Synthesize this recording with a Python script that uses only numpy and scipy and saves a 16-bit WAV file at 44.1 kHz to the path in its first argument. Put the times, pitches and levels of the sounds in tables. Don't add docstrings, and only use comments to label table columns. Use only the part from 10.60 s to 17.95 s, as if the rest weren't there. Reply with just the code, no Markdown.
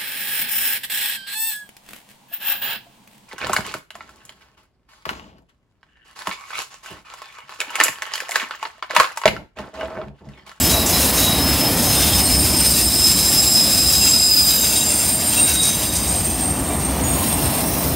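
import sys
import numpy as np
from scipy import signal
from scipy.fft import rfft, irfft, next_fast_len
from scipy.io import wavfile
from scipy.ndimage import uniform_filter1d, map_coordinates

SR = 44100
rng = np.random.default_rng(int(sys.argv[2]) if len(sys.argv) > 2 else 0)


def store_wav(level_fs):
    pcm = np.round(np.clip(np.atleast_2d(level_fs), -1, 1) * 32767)
    wavfile.write(sys.argv[1], SR, pcm.T.astype(np.int16))


N = 324135

# time_s, level_db
LOW_SQUEAL = [(0, -30.5), (.7, -28.5), (1.9, -24), (3, -19.5), (3.8, -14), (4.2, -26.5), (4.38, -36),
              (5.05, -33.5), (5.9, -45)]
MID_SQUEAL = [(1.6, -40), (2.0, -33), (2.72, -23.5), (3.25, -25.5), (3.52, -19), (3.78, -25.5),
              (4.18, -22.5), (5.0, -32), (6.1, -44)]
HIGH_SQUEAL = [(1.22, -32.5), (1.33, -24.5), (2.0, -20.5), (2.6, -26.5), (3.7, -30), (4.42, -19),
               (4.62, -23.5), (4.76, -16.0), (5.03, -18.5), (5.2, -25.5), (5.85, -21.5), (6.05, -27.5),
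               (6.7, -24), (7.35, -33)]
# time_s, pitch_hz
MID_GLIDE_HZ = [(3.6, 7535), (3.9, 7470), (4.3, 7412), (5.2, 7403)]
HIGH_GLIDE_HZ = [(1.22, 8870), (1.45, 8820), (1.6, 8745), (5, 8738), (5.2, 8695), (5.45, 8597)]
# start_s, length_s, extra_db
CATCHES = [(.02, .07, 6.5), (.34, 0.028, 7), (.82, 0.088, 6.5), (.99, .09, 6.5), (1.32, 0.12, 4.5),
           (1.55, 0.056, 8), (1.69, 0.058, 6), (2.42, 0.077, 7), (2.8, 0.036, 4.5), (2.96, 0.066, 6)]
# start_s, length_s, first_pitch_hz, level_db
CHIRPS = [(-.03, .13, 7680, -25.5), (-.03, .17, 13190, -27), (.096, .18, 3920, -23.5),
          (.326, 0.22, 4000, -27.5), (.569, 0.31, 3890, -22.5), (.95, 1, 8440, -41),
          (1.252, 0.14, 6330, -28), (1.35, 0.29, 3620, -26.5), (1.5, 0.069, 3268, -28),
          (1.656, 0.091, 4282, -29.5), (1.67, .25, 7310, -34), (3.333, 0.26, 6435, -32),
          (3.68, .24, 13640, -28), (3.7, .3, 15720, -31), (3.83, .32, 13510, -23), (2.198, .6, 7840, -35),
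          (3.3, 0.39, 3880, -32), (3.87, 0.72, 6380, -30.5), (4.76, .3, 3830, -28),
          (4.87, .13, 1523, -36.5), (4.95, .24, 3805, -24), (5.02, .4, 14400, -41),
          (5.07, .12, 6225, -25.5), (5.15, 0.93, 6210, -37), (5.051, .85, 5060, -39),
          (5.18, 0.49, 3800, -36), (6.65, 0.89, 5300, -38), (6.805, 0.71, 4040, -42.5),
          (6.95, 0.88, 5690, -40), (7.03, .67, 14750, -30)]
# time_s, pitch_hz, level_db
SQUEAK = [(1.7, 3956, -56), (2.2, 3960, -35), (2.75, 3940, -35), (3.45, 3916, -37), (4.2, 3820, -30.5),
          (4.35, 3960, -55), (5.6, 3780, -44), (5.9, 3730, -62)]
# time_s, level_db
DEEP_SQUEAK = [(0, -45.5), (2.4, -44), (3.5, -39.5), (4.95, -40), (5.25, -48)]
# time_s, pressure_db, hiss_db
FLANGES = [(0, -20.5, -20), (1, -17, -20), (1.9, -19.5, -19), (3.45, -20.5, -19), (3.58, -23.5, -23),
           (3.95, -19, -18), (4.35, -24, -22), (5.05, -23, -23), (5.7, -26.5, -26), (6, -30.5, -30.5),
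           (6.38, -29, -28.5), (6.6, -23.5, -22), (7.35, -25.5, -23)]
# start_s, length_s, change_db
SCRAPES = [(0.047, 0.098, 3.5), (.3, 0.18, 3.5), (.56, 0.14, 4), (1.24, 0.34, 2), (2.703, 0.044, 0.5),
           (3.08, 0.084, 1), (3.435, .045, 3.5), (4.426, 0.056, -0.5), (4.744, .06, 3), (4.878, 0.082, 4)]
# mode_hz, width_hz, relative_db
WHEEL_MODES = [(2670, 75, -24), (3850, 220, -9), (5060, 170, -2), (5064, 310, 0.5), (6260, 200, -7),
               (7610, 400, -3.5), (8700, 390, -5.5), (9900, 190, -7), (11200, 580, -11)]
# time_s, level_db
RINGING = [(0, -27.5), (1.1, -28), (1.6, -24), (2.6, -20.5), (3.5, -21), (4.2, -24.5), (5, -31.5),
           (5.6, -35.5), (6.1, -45), (7.35, -36.5)]
# start_s, crash_db, ring_hz, ring_db, ring_t60_s
STRIKES = [(0.26, -18, 7450, -18, .15), (1.174, -32, 7600, -20, .05), (1.222, -25, 8500, -22.5, .07),
           (1.652, -26, 8480, -12.5, 0.15), (5.03, -18, 6900, -29, .2), (5.354, -21, 4100, -31, .1),
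           (5.476, -26, 6840, -29, .2), (6.435, -37, 6810, -24.5, 0.97)]
# time_s, boom_db, bogie_db, rail_db
ROLLING = [(0, -21, -19.5, -21), (.3, -22, -21, -19), (.55, -26, -20, -18.5), (1.15, -22.5, -19.5, -19),
           (1.88, -22.5, -20, -22.5), (2.08, -25, -21.5, -24), (3, -29.5, -24, -25.5),
           (3.45, -26.5, -24.5, -25), (3.62, -33.5, -27.5, -30.5), (4.2, -32.5, -25, -25),
           (5.35, -27.5, -25.5, -25.5), (5.85, -24.5, -22, -23.5), (6.45, -24.5, -20, -20.5),
           (7.35, -24.5, -20.5, -21)]
# frequency_hz, relative_db_per_hz
GRIND_SPECTRUM = [(800, -14), (1400, -3), (2000, -2.5), (2450, 0.5), (2720, 0), (3000, 1), (4300, 1),
                  (5400, -11), (7000, -42)]
RASP_SPECTRUM = [(3500, -42), (4700, -4), (5700, 1.5), (6400, 3), (7000, 1), (8000, 0.5), (9200, -0.5),
                 (10300, 0), (12500, -40)]
HISS_SPECTRUM = [(7000, -42), (8800, -1), (10200, 1.5), (11200, 2), (12500, 1), (14500, 1.5), (16000, 0.5)]
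BOOM_SPECTRUM = [(18, -50), (30, -31), (41, -17), (52, -10), (63, 1), (80, -4.5), (105, -6), (135, -17),
                 (250, -72)]
BOGIE_SPECTRUM = [(70, -50), (105, -16), (130, -0.5), (200, -0.5), (290, -1), (370, -7.5), (480, -20),
                  (900, -60)]
RAIL_SPECTRUM = [(250, -49), (400, -4.5), (500, -3), (660, 0.5), (850, -2.5), (1150, -7), (1500, -14),
                 (2000, -11.5), (2900, -20.5)]

LOW_HZ, PASS_S, SPEED_M_S, DISTANCE_M = 4968, 3.88, 13.8, 13.2
SOUND_M_S = 343
HOARSE_DB_PER_S = 12
CHIRP_SAG_PER_S = .029
DEEP_HZ, DEEP_DB_PER_BITE_DB = 2707, 1.44
BITE_S, RELEASE_S = 0.031, 0.039
SURGES_PER_S, FIRST_SURGE_S, SURGE_DB = 6.88, .135, 0.72
GRIND_DB, RASP_DB, HISS_DB = -9.5, -9.5, -4
GRIND_GROWTH, RASP_GROWTH = 0.82, 0.64
GRIND_DB_PER_BITE_DB, RASP_DB_PER_BITE_DB, HISS_DB_PER_BITE_DB = 0.83, 1.6, 0.62
BOOM_DB, BOGIE_DB, RAIL_DB = -2.5, -4.5, -7
FAR_MIN_DB, FAR_RANGE_DB, FAR_LENGTH_S = -24.5, 4, 1.2
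FAR_LOW_HZ, FAR_HIGH_HZ = 3420, 15270
TOP_HZ = 15750


def amp(db):
    return 10 ** (np.asarray(db) / 20)


def unit(x):
    return x / np.sqrt(np.mean(np.abs(x) ** 2) + 1e-20)


def curves(rows):
    time_s, *columns = np.transpose(rows)
    return [np.interp(np.arange(N) / SR, time_s, column) for column in columns]


def wobble(knots_per_s):
    knots = rng.standard_normal(int(N * knots_per_s / SR) + 4)
    coarse = np.arange(0, N + 16, 16)
    return np.interp(np.arange(N), coarse, map_coordinates(knots, [coarse * knots_per_s / SR]))


def grown(db, growth):
    return db.mean() + growth * (db - db.mean())


def flares(rows):
    t = np.arange(N) / SR
    total_db = np.zeros(N)
    for start_s, length_s, db in rows:
        end_s = start_s + length_s
        corners_s = [start_s - BITE_S, start_s, end_s, end_s + RELEASE_S]
        total_db += db * np.interp(t, corners_s, [0, 1, 1, 0])
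    return total_db


def filtered(x, response):
    size = next_fast_len(N + SR // 2)
    return irfft(rfft(x, size) * response(np.fft.rfftfreq(size, 1 / SR)), size)[:N]


def noise(spectrum):
    knot_hz, knot_db = np.transpose(spectrum)

    def response(hz):
        return amp(np.interp(np.log(hz + 1), np.log(knot_hz), knot_db, -120, -120))

    return unit(filtered(rng.standard_normal(N), response))


def steel(spectrum, patchy_db):
    bins = signal.stft(noise(spectrum), nperseg=1024)[2]
    patches = uniform_filter1d(rng.standard_normal(bins.shape), size=2, axis=0)
    patches = uniform_filter1d(patches, size=14, axis=1)
    return unit(signal.istft(bins * amp(patchy_db * unit(patches)), nperseg=1024)[1][:N])


def scatter(width_hz):
    size = next_fast_len(N)
    shift_hz = np.fft.fftfreq(size, 1 / SR)
    paths = rng.standard_normal(size) + 1j * rng.standard_normal(size)
    return unit(np.fft.ifft(paths / (1 + (shift_hz / width_hz) ** 2))[:N])


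def doppler():
    along_m = SPEED_M_S * (np.arange(N) / SR - PASS_S)
    return 1 / (1 + SPEED_M_S / SOUND_M_S * along_m / np.hypot(along_m, DISTANCE_M))


def squeal(levels, pitch_hz, gain_db, waver_db, flutter_db, fading, fading_hz, halo_db, halo_hz):
    level_db = curves(levels)[0] + waver_db * np.tanh(wobble(19))
    t = np.arange(N) / SR
    fade_in = np.clip((t - levels[0][0]) / .02, 0, 1)
    fade_out = np.clip((levels[-1][0] - t) / 0.077 + 1.5, 0, 1)
    slip = unit(wobble(45) + 1.16 * wobble(130))
    grip = unit(amp(-flutter_db * np.logaddexp(0, 2 * slip)))
    paths = unit(1 + fading * scatter(fading_hz)) + amp(halo_db) * scatter(halo_hz)
    tone = np.sqrt(2) * np.real(paths * np.exp(2j * np.pi * np.cumsum(pitch_hz) / SR))
    return amp(level_db + gain_db) * fade_in * fade_out * grip * tone


def low_squeal():
    gone_s = np.clip(np.arange(N) / SR - PASS_S, 0, 1)
    tone = squeal(LOW_SQUEAL, LOW_HZ * doppler(), gain_db=-2.5, waver_db=1.3, flutter_db=3.5,
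                  fading=0.15, fading_hz=25, halo_db=-15.5 + HOARSE_DB_PER_S * gone_s, halo_hz=170)
    return amp(flares(CATCHES)) * tone


def mid_squeal():
    return squeal(MID_SQUEAL, curves(MID_GLIDE_HZ)[0], gain_db=-3.5, waver_db=2.5, flutter_db=1.5,
                  fading=.4, fading_hz=25, halo_db=-0.5, halo_hz=150)


def high_squeal():
    return squeal(HIGH_SQUEAL, curves(HIGH_GLIDE_HZ)[0], gain_db=-2.5, waver_db=3, flutter_db=1.5,
                  fading=0.4, fading_hz=22, halo_db=-3.5, halo_hz=191)


def chirps():
    out = np.zeros(N)
    paths = unit(1 + 0.49 * scatter(35) + 0.68 * scatter(110))
    for start_s, length_s, first_hz, level_db in CHIRPS:
        span = np.arange(max(0, int(start_s * SR)), min(N, int((start_s + length_s) * SR)))
        progress = np.clip((span / SR - start_s) / length_s, 0, 1)
        pitch_hz = first_hz * (1 - CHIRP_SAG_PER_S * length_s * progress)
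        phase = 2 * np.pi * np.cumsum(pitch_hz) / SR
        catch = np.sqrt(np.abs(np.sin(np.pi * np.sqrt(progress))))
        swell = catch * np.sqrt(1 - progress ** 2)
        own_paths = paths[(span + rng.integers(N)) % N]
        out[span] += amp(level_db) * np.sqrt(2) * swell * np.real(own_paths * np.exp(1j * phase))
    return out


def stutter(pitch_hz, level_db, catches_per_s, width_hz):
    pitch_hz = pitch_hz * (1 + 0.00797 * wobble(14))
    caught = unit(1 + 1.07 * np.tanh(0.78 * wobble(catches_per_s) - .3))
    paths = unit(1 + 0.91 * scatter(width_hz))
    tone = np.sqrt(2) * np.real(paths * np.exp(2j * np.pi * np.cumsum(pitch_hz) / SR))
    return amp(level_db) * caught * tone


def squeaks(bite_db):
    squeak = stutter(*curves(SQUEAK), catches_per_s=40, width_hz=76)
    deep_db = curves(DEEP_SQUEAK)[0] + DEEP_DB_PER_BITE_DB * bite_db
    return squeak + stutter(DEEP_HZ, deep_db, catches_per_s=44, width_hz=89)


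def bites():
    t = np.arange(N) / SR
    return flares(SCRAPES) + SURGE_DB * np.cos(2 * np.pi * SURGES_PER_S * (t - FIRST_SURGE_S))


def wheel_response(hz):
    power = 0
    for mode_hz, width_hz, db in WHEEL_MODES:
        power = power + (amp(db) / (1 + ((hz - mode_hz) / width_hz) ** 2)) ** 2
    return np.sqrt(power)


def scraping(press_db, hiss_db, bite_db):
    judder = unit(np.tanh(0.19 * (wobble(20) + 0.96 * wobble(70))))
    grind_db = grown(press_db, GRIND_GROWTH) + GRIND_DB + GRIND_DB_PER_BITE_DB * bite_db
    grind_db = grind_db + 1.28 * judder + 0.61 * wobble(45)
    rasp_db = grown(press_db, RASP_GROWTH) + RASP_DB + RASP_DB_PER_BITE_DB * bite_db + 1.5 * judder
    top_db = hiss_db + HISS_DB + HISS_DB_PER_BITE_DB * bite_db + 1.05 * judder
    grind = amp(grind_db) * steel(GRIND_SPECTRUM, patchy_db=2.5)
    rasp = amp(rasp_db) * steel(RASP_SPECTRUM, patchy_db=3.5)
    hiss = amp(top_db) * steel(HISS_SPECTRUM, patchy_db=3.0)
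    ringing_db = curves(RINGING)[0] + 1.36 * judder
    ringing = amp(ringing_db) * unit(filtered(rng.standard_normal(N), wheel_response))
    return grind + rasp + hiss + ringing


def strikes():
    out = np.zeros(N)
    crash_noise = noise(RASP_SPECTRUM)
    paths = unit(1 + 0.62 * scatter(90))
    for start_s, crash_db, ring_hz, ring_db, t60_s in STRIKES:
        span = np.arange(round(start_s * SR), N)
        t = np.arange(len(span)) / SR
        crash = amp(crash_db - 60 * t / 0.23) * crash_noise[span]
        ring = amp(ring_db - 60 * t / t60_s) * np.real(paths[span] * np.exp(2j * np.pi * ring_hz * t))
        out[span] += (1 - np.exp(-t / .001)) * (crash + ring)
    return out


def rolling():
    boom_db, bogie_db, rail_db = curves(ROLLING)
    boom = amp(boom_db + BOOM_DB + 0.41 * wobble(6)) * noise(BOOM_SPECTRUM)
    bogies = amp(bogie_db + BOGIE_DB) * noise(BOGIE_SPECTRUM)
    rail = amp(rail_db + RAIL_DB + 0.74 * wobble(14)) * steel(RAIL_SPECTRUM, patchy_db=1.6)
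    return boom + bogies + rail


def far_wheels(hiss_db, count):
    out = np.zeros(N)
    paths = unit(1 + 0.72 * scatter(16))
    for when, height, strength, route in rng.random((count, 4)):
        start_s = when * N / SR - FAR_LENGTH_S / 2
        span = np.arange(max(0, int(start_s * SR)), min(N, int((start_s + FAR_LENGTH_S) * SR)))
        t = span / SR - start_s
        pitch_hz = FAR_LOW_HZ * (FAR_HIGH_HZ / FAR_LOW_HZ) ** height
        own_paths = paths[(span + int(route * N)) % N]
        tone = np.real(own_paths * np.exp(2j * np.pi * pitch_hz * t))
        swell = np.sin(np.pi * t / FAR_LENGTH_S)
        out[span] += amp(FAR_MIN_DB + FAR_RANGE_DB * strength) * swell * tone
    return amp(hiss_db) * out


def scene():
    press_db, hiss_db = curves(FLANGES)
    bite_db = bites()
    train = low_squeal() + mid_squeal() + high_squeal() + chirps() + squeaks(bite_db)
    train += scraping(press_db, hiss_db, bite_db) + strikes()
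    train += rolling() + far_wheels(hiss_db, count=30)
    return np.array([train, train])


def record(dry):
    rounded = dry / (1 + np.abs(dry / .75) ** 6) ** (1 / 6)
    return np.array([filtered(channel, lambda hz: hz < TOP_HZ) for channel in rounded])


dry = scene()
out = record(dry)
store_wav(out)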